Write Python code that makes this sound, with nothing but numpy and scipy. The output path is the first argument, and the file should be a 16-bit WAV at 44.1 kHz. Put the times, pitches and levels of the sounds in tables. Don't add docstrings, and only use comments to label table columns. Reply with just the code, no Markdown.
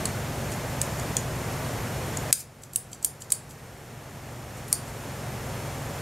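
import sys
import numpy as np
from scipy import signal
from scipy.fft import rfft, irfft
from scipy.io import wavfile

SR = 44100
rng = np.random.default_rng(int(sys.argv[2]) if len(sys.argv) > 2 else 0)


def undo_db(level):
    steps = np.asarray(level, float) / 20
    return 10 ** steps


def unload_wav(signal):
    wavfile.write(
        sys.argv[1],
        SR,
        np.round(np.clip(np.atleast_2d(signal).T, -1, 1) * 32767).astype(np.int16),
    )


N = 265305
STEADY_CUT_HZ = 15720


def at_hz(points, hz):
    table_hz, value = np.transpose(points)
    return np.interp(np.log(hz), np.log(table_hz), value)


def at_s(rows, s):
    return np.interp(s, *np.transpose(rows))


def rms_one(x):
    return x / np.sqrt(np.mean(x ** 2) + 1e-20)


def coloured(x, *spectra):
    hz = np.fft.rfftfreq(len(x), 1 / SR) + 1
    return irfft(rfft(x) * undo_db(sum(at_hz(s, hz) for s in spectra)), len(x))


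def drift(rate_hz):
    knots = rng.standard_normal(400)
    return np.interp(np.arange(N) / SR * rate_hz, np.arange(400), knots)


# f/Hz, side minus mid/dB
WIDTH = [(30, -36), (110, -44), (200, -38), (380, -21), (700, -17), (1290, -15), (2380, -15.5), (3400, -16),
         (4400, -16.5), (6000, -14), (8120, -9.5), (11000, -3), (13000, 2), (15500, 6)]


def diffuse(spectrum, size):
    mid, side = rng.standard_normal((2, size))
    mid, side = coloured(mid, spectrum), coloured(side, spectrum, WIDTH)
    return np.array([mid + side, mid - side])


# f/Hz, width/Hz, level above (or below) the noise/dB
WHINES = [(93.5, 11, -14), (110.3, 5.9, 6), (4340, 70, 4), (5530, 40, 5), (6230, 80, 3), (6930, 30, 4),
          (7080, 80, 4), (8920, 100, 4), (10370, 50, 6), (10620, 80, -4), (11960, 60, 5), (12780, 100, 3),
          (12990, 60, -5), (13350, 50, 5)]


def whining(x):
    ripple_db, ripple_step_hz, ripple_from_hz = 2.2, 55, 2500
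    hz = np.fft.rfftfreq(N, 1 / SR)
    comb = np.interp(hz / ripple_step_hz, np.arange(1000), rng.standard_normal(1000))
    comb_db = ripple_db * comb * np.clip(hz / ripple_from_hz - 1, 0, 1)
    humps_db = sum(db * np.exp(-(2 * (hz - top_hz) / width_hz) ** 2) for top_hz, width_hz, db in WHINES)
    return irfft(rfft(x) * undo_db(humps_db + comb_db) * (hz < STEADY_CUT_HZ), N)


# f/Hz, density/dB per Hz
AIR = [(15, -31), (60, -7.5), (150, -8), (230, -8.5), (320, -13.5), (600, -11.5), (1140, -18), (2010, -21),
       (4050, -30.5), (7300, -29), (9500, -33), (13200, -34.5), (14500, -43), (15700, -44)]


def room_noise():
    air_db_rms = -33.5 + 0.5 * drift(7.2)
    return undo_db(air_db_rms) * rms_one(whining(diffuse(AIR, N)))


HUM_HZ = [28, 60.1, 63.4, 72.7, 97.9, 120.03, 130.8, 142.2, 162.9, 240.1, 360.1, 382.2, 457, 840, 1701]
HUM_DB = [-58, -54, -53, -50, -41.5, -40, -52, -40.5, -55, -54, -55, -56, -57, -59, -62]


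def motor():
    t = np.arange(N) / SR
    hum = np.zeros(N)
    for hz, db in zip(HUM_HZ, HUM_DB):
        height = np.sqrt(2) * undo_db(db + 1.2 * drift(6))
        cycles = hz * t + rng.random() + 0.02 * drift(5)
        hum += height * np.sin(2 * np.pi * cycles)
    return hum


# f/Hz, level/dB
ECHO = [(1500, -14), (3000, -12), (3800, -11), (4500, -7), (7000, -9.5), (9000, -12), (12000, -7.5)]
# f/Hz, t60/s
ECHO_T60 = [(2500, 0.34), (6000, 0.24), (9000, 0.23), (15000, 0.17)]


def workshop(x):
    size = SR // 2
    t, tail = np.arange(size) / SR, 0
    edges_hz = 1400 * 2 ** np.arange(0, 3.8, 0.5)
    noise = diffuse(ECHO + [(STEADY_CUT_HZ, -14), (STEADY_CUT_HZ + 30, -90)], size)
    for low, high in zip(edges_hz, edges_hz[1:]):
        band = signal.sosfilt(signal.butter(2, [low, high], "band", fs=SR, output="sos"), noise)
        tail = tail + band * undo_db(-60 * t / at_hz(ECHO_T60, np.sqrt(low * high)))
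    tail = tail * np.clip((t - 0.003) / 0.002, 0, 1)
    tail = tail / np.sqrt(np.sum(tail ** 2) / 2)
    return signal.fftconvolve(x[None], tail, axes=1)[:, :N]


def gain_db(s):
    open_db, duck_s, step_db, duck_db, duck_time_s = 0.7, 2.312, -9.5, -18.2, 0.024
    creep_db_per_s, wait_s, creep_top_db = 5.7, 0.07, 15.8
    since = np.asarray(s) - duck_s
    step = np.clip(since / 0.002, 0, 1) * step_db
    ramp = np.clip(since / duck_time_s, 0, 1) * (duck_db - step_db)
    waited = sum(np.clip(s - snap[0], 0, wait_s) for snap in SNAPS if snap[0] > duck_s + 0.1)
    creeping_s = np.maximum(since - duck_time_s - waited, 0)
    return open_db + step + ramp + np.minimum(creep_db_per_s * creeping_s, creep_top_db)


def ring(clicks, hz, t60_s):
    r, w = undo_db(-60 / (t60_s * SR)), 2 * np.pi * hz / SR
    return signal.lfilter([0, np.sin(w)], [1, -2 * r * np.cos(w), r * r], clicks + 1e-18)


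def rasp(noise):
    return rms_one(signal.sosfilt(signal.butter(3, [4400, 12000], "band", fs=SR, output="sos"), noise))


# t/s, metered tick level/dB, strongest ring f/Hz, slide level at snap/dB
CLOSINGS = [
    (2.3196, -40, 6800, -58),
    (2.7330, -32, 7950, -45),
    (3.0267, -26.5, 7960, -44),
    (3.3026, -24.5, 6800, -43),
    (4.680, -35, 9700, -45),
]
# t/s, metered tick level/dB, strongest ring f/Hz, slide level/dB
OPENINGS = [
    (.519, -30, 7900, -43),
    (0.9962, -27, 6850, -47),
    (2.6345, -33, 7950, -53),
    (2.93, -28.5, 7600, -50),
    (3.2195, -29.5, 7250, -45),
    (3.5078, -39, 7900, -49),
    (4.585, -48, 8000, -51),
    (4.878, -46, 8000, -48),
]


def strokes():
    out = [[(2.339, -43), (2.405, -38), (2.445, -58)]]
    lead_s, rise_db_per_s = 0.004, 210
    for s, _, _, db in CLOSINGS:
        start, end = s - lead_s, min(snap[0] for snap in SNAPS if snap[0] > s)
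        out.append([(start, db - rise_db_per_s * (end - start)), (end, db)])
    for s, _, _, db in OPENINGS:
        out.append([(s - 0.018, db - 7), (s, db), (s + 0.032, db - 10)])
    return out


def slides():
    t, level = np.arange(N) / SR, np.zeros(N)
    for rows in strokes():
        inside = np.clip(np.minimum(t - rows[0][0], rows[-1][0] - t) / 0.0031, 0, 1)
        level += inside * undo_db(at_s(rows, t) - gain_db(t))
    grit = rng.standard_normal((3, N)) * undo_db(1.5 * drift(65))
    rings = np.zeros(N)
    for k, (hz, db, t60_s) in enumerate(BLADES):
        rings += undo_db(0.85 * db) * rms_one(ring(grit[k % 3], hz, t60_s))
    return level * rms_one(rms_one(rings) + 0.6 * rasp(grit.sum(axis=0)))


# t/s, f/Hz, metered peak level/dB, t60/s
ACCENTS = [(.0552, 4330, -24, 0.014), (0.0558, 9480, -22, 0.013), (.8149, 6400, -13.5, 0.007),
           (.8149, 3600, -30, .01), (.815, 9400, -18, .008), (.538, 6900, -34, .01),
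           (.524, 6750, -33, .012), (.9965, 9350, -32, .01), (1.168, 6150, -13.5, 0.0088),
           (1.1673, 3400, -25.5, 0.012), (2.3271, 2550, -18, .005), (2.3274, 1590, -26, 0.0034),
           (2.3272, 5000, -12, .0022), (2.3277, 10700, -8, 0.005), (2.3273, 950, -21, .002),
           (2.3274, 9300, -8, .006), (2.749, 6540, -45, .015), (2.7585, 3750, -37, 0.025),
           (2.7586, 7840, -16, 0.015), (2.946, 7500, -36, .01), (3.046, 11700, -13, 0.0089),
           (3.3203, 3800, -31, 0.022), (3.3195, 2350, -50, 0.011), (4.7268, 4460, -21, 0.009),
           (4.7276, 5700, -16, 0.006), (4.7274, 9900, -8, .005), (4.7274, 7300, -22, 0.01)]
# t/s, metered peak level/dB
SQUEAKS = [
    (2.7335, -37),
    (3.041, -38),
    (3.315, -40),
    (4.684, -37),
    (4.70, -41),
]
# f/Hz, level against the tick/dB
PIVOT = [
    (3180, -11),
    (4660, -9),
    (6100, -7),
]


def accents():
    squeak_hz, squeak_t60_s, pivot_t60_s = 11550, 0.011, 0.011
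    squeaks = [(s, squeak_hz, db, squeak_t60_s) for s, db in SQUEAKS]
    pivots = [(s, hz, db + less_db, pivot_t60_s) for s, db, _, _ in OPENINGS for hz, less_db in PIVOT]
    rows = ACCENTS + squeaks + pivots
    out, t = np.zeros(N), np.arange(1400) / SR
    for s, hz, db, t60_s in rows:
        rubbing_ms = 0.8 - 0.05 * db
        rub = rng.standard_normal(len(t)) * np.exp(-(t * 1000 / rubbing_ms) ** 2)
        sound, at = ring(rub, hz, t60_s), round(s * SR)
        out[at:at + len(t)] += undo_db(db - gain_db(s)) * sound / np.abs(sound).max()
    return out


# f/Hz, level/dB, t60/s
BLADES = [(2350, -23, 0.017), (3150, -21, .006), (3960, -13, 0.036), (4495, -4, 0.012),
          (5400, -5.5, 0.0067), (6100, -3, 0.011), (6880, 0.5, 0.015), (7500, 3.5, 0.013), (7950, 4.5, .01),
          (8790, 3, 0.0098), (9100, 0.5, 0.013), (9420, -5, 0.014), (10600, -4, 0.0029),
          (11600, -2.5, 0.016), (12700, -11, 0.012), (13500, -10, 0.0038), (15700, -12, .004)]


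def snip(peak_hz, low_db, high_db, chatter_ms):
    t = np.arange(1400) / SR
    chatter = np.minimum(t / 0.00048, 1) * np.exp(-(t * 1000 / chatter_ms) ** 2)
    crack, *blows = rng.standard_normal((len(BLADES) + 1, len(t))) * chatter
    out = undo_db(1.5) * rasp(crack)
    for (hz, db, t60_s), blow in zip(BLADES, blows):
        near_db = 9 * np.exp(-((hz - peak_hz) / 600) ** 2)
        low_share = np.clip((7000 - hz) / 2000, 0, 1)
        range_db = (low_db + 3.5) * low_share + (high_db + 6.5) * (hz > 9200)
        out = out + undo_db(db + near_db + range_db) * rms_one(ring(blow, hz, t60_s))
    return rms_one(out) * np.sqrt(chatter_ms) * 0.08


# t/s, metered peak level/dB, strongest ring f/Hz, low rings/dB, high rings/dB
SNAPS = [(0.0548, -12.5, 8040, -4, -15), (0.815, -10.5, 8340, -17, -4), (1.1669, -7.5, 6750, -16, -26),
         (2.1705, -17, 6860, -12, -19), (2.3269, 1.5, 9250, -6, -2.5), (2.3320, -14, 8500, -4, -10),
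         (2.7587, -6, 9100, -21, 1), (3.0462, -5, 9050, -10, 0.5), (3.0489, -16, 8900, -10, -4),
         (3.3199, -4, 9250, -21, 1), (3.3223, -6.5, 7950, -26, -16), (4.7274, -2, 9550, -15, -2)]


def contacts():
    meet_low_db, meet_high_db = 1, -4
    open_low_db, open_high_db = -12, -6
    unstick_lead_s, unstick_db = 0.014, -12
    meets = [(s, db, hz, meet_low_db, meet_high_db) for s, db, hz, _ in CLOSINGS]
    opens = [(s, db, hz, open_low_db, open_high_db) for s, db, hz, _ in OPENINGS]
    unsticks = [(s - unstick_lead_s, db + unstick_db, *colour) for s, db, *colour in opens]
    return SNAPS + meets + opens + unsticks


def snips():
    out = np.zeros(N)
    for s, db, *colour in contacts():
        chatter_ms = 1.4 - 0.07 * db
        sound, at = snip(*colour, chatter_ms), round(s * SR)
        out[at:at + len(sound)] += undo_db(db - gain_db(s)) * sound
    return out


# t/s, left minus right level/dB
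PAN = [
    (0, -2.5),
    (2.3, 2.5),
    (2.8, -1),
    (3.4, -1),
    (4.7, 1),
]


def scene():
    left_right = np.array([[1], [-1]])
    shears = snips() + accents() + slides()
    thin_blades = signal.butter(3, 1600, "high", fs=SR, output="sos")
    shears = signal.sosfilt(thin_blades, shears)
    off_axis = np.roll(shears, 1) - np.roll(shears, -1)
    pan_db = at_s(PAN, np.arange(N) / SR) / 2 * left_right
    near = (shears + 0.096 * off_axis * left_right) * undo_db(pan_db)
    echo = undo_db(-9.5) * workshop(shears)
    hum = motor() * undo_db(0.07 * left_right)
    return near + echo + hum + room_noise()


def roll_off(x):
    return signal.sosfilt(signal.butter(12, 16810, fs=SR, output="sos"), x)


def record(dry):
    levelled = dry * undo_db(gain_db(np.arange(N) / SR))
    rounded = 0.95 * np.tanh(levelled / 0.95)
    top_cut = signal.cheby1(8, 0.5, 15600, fs=SR, output="sos")
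    return roll_off(signal.sosfilt(top_cut, rounded))


dry = scene()
out = record(dry)
unload_wav(out)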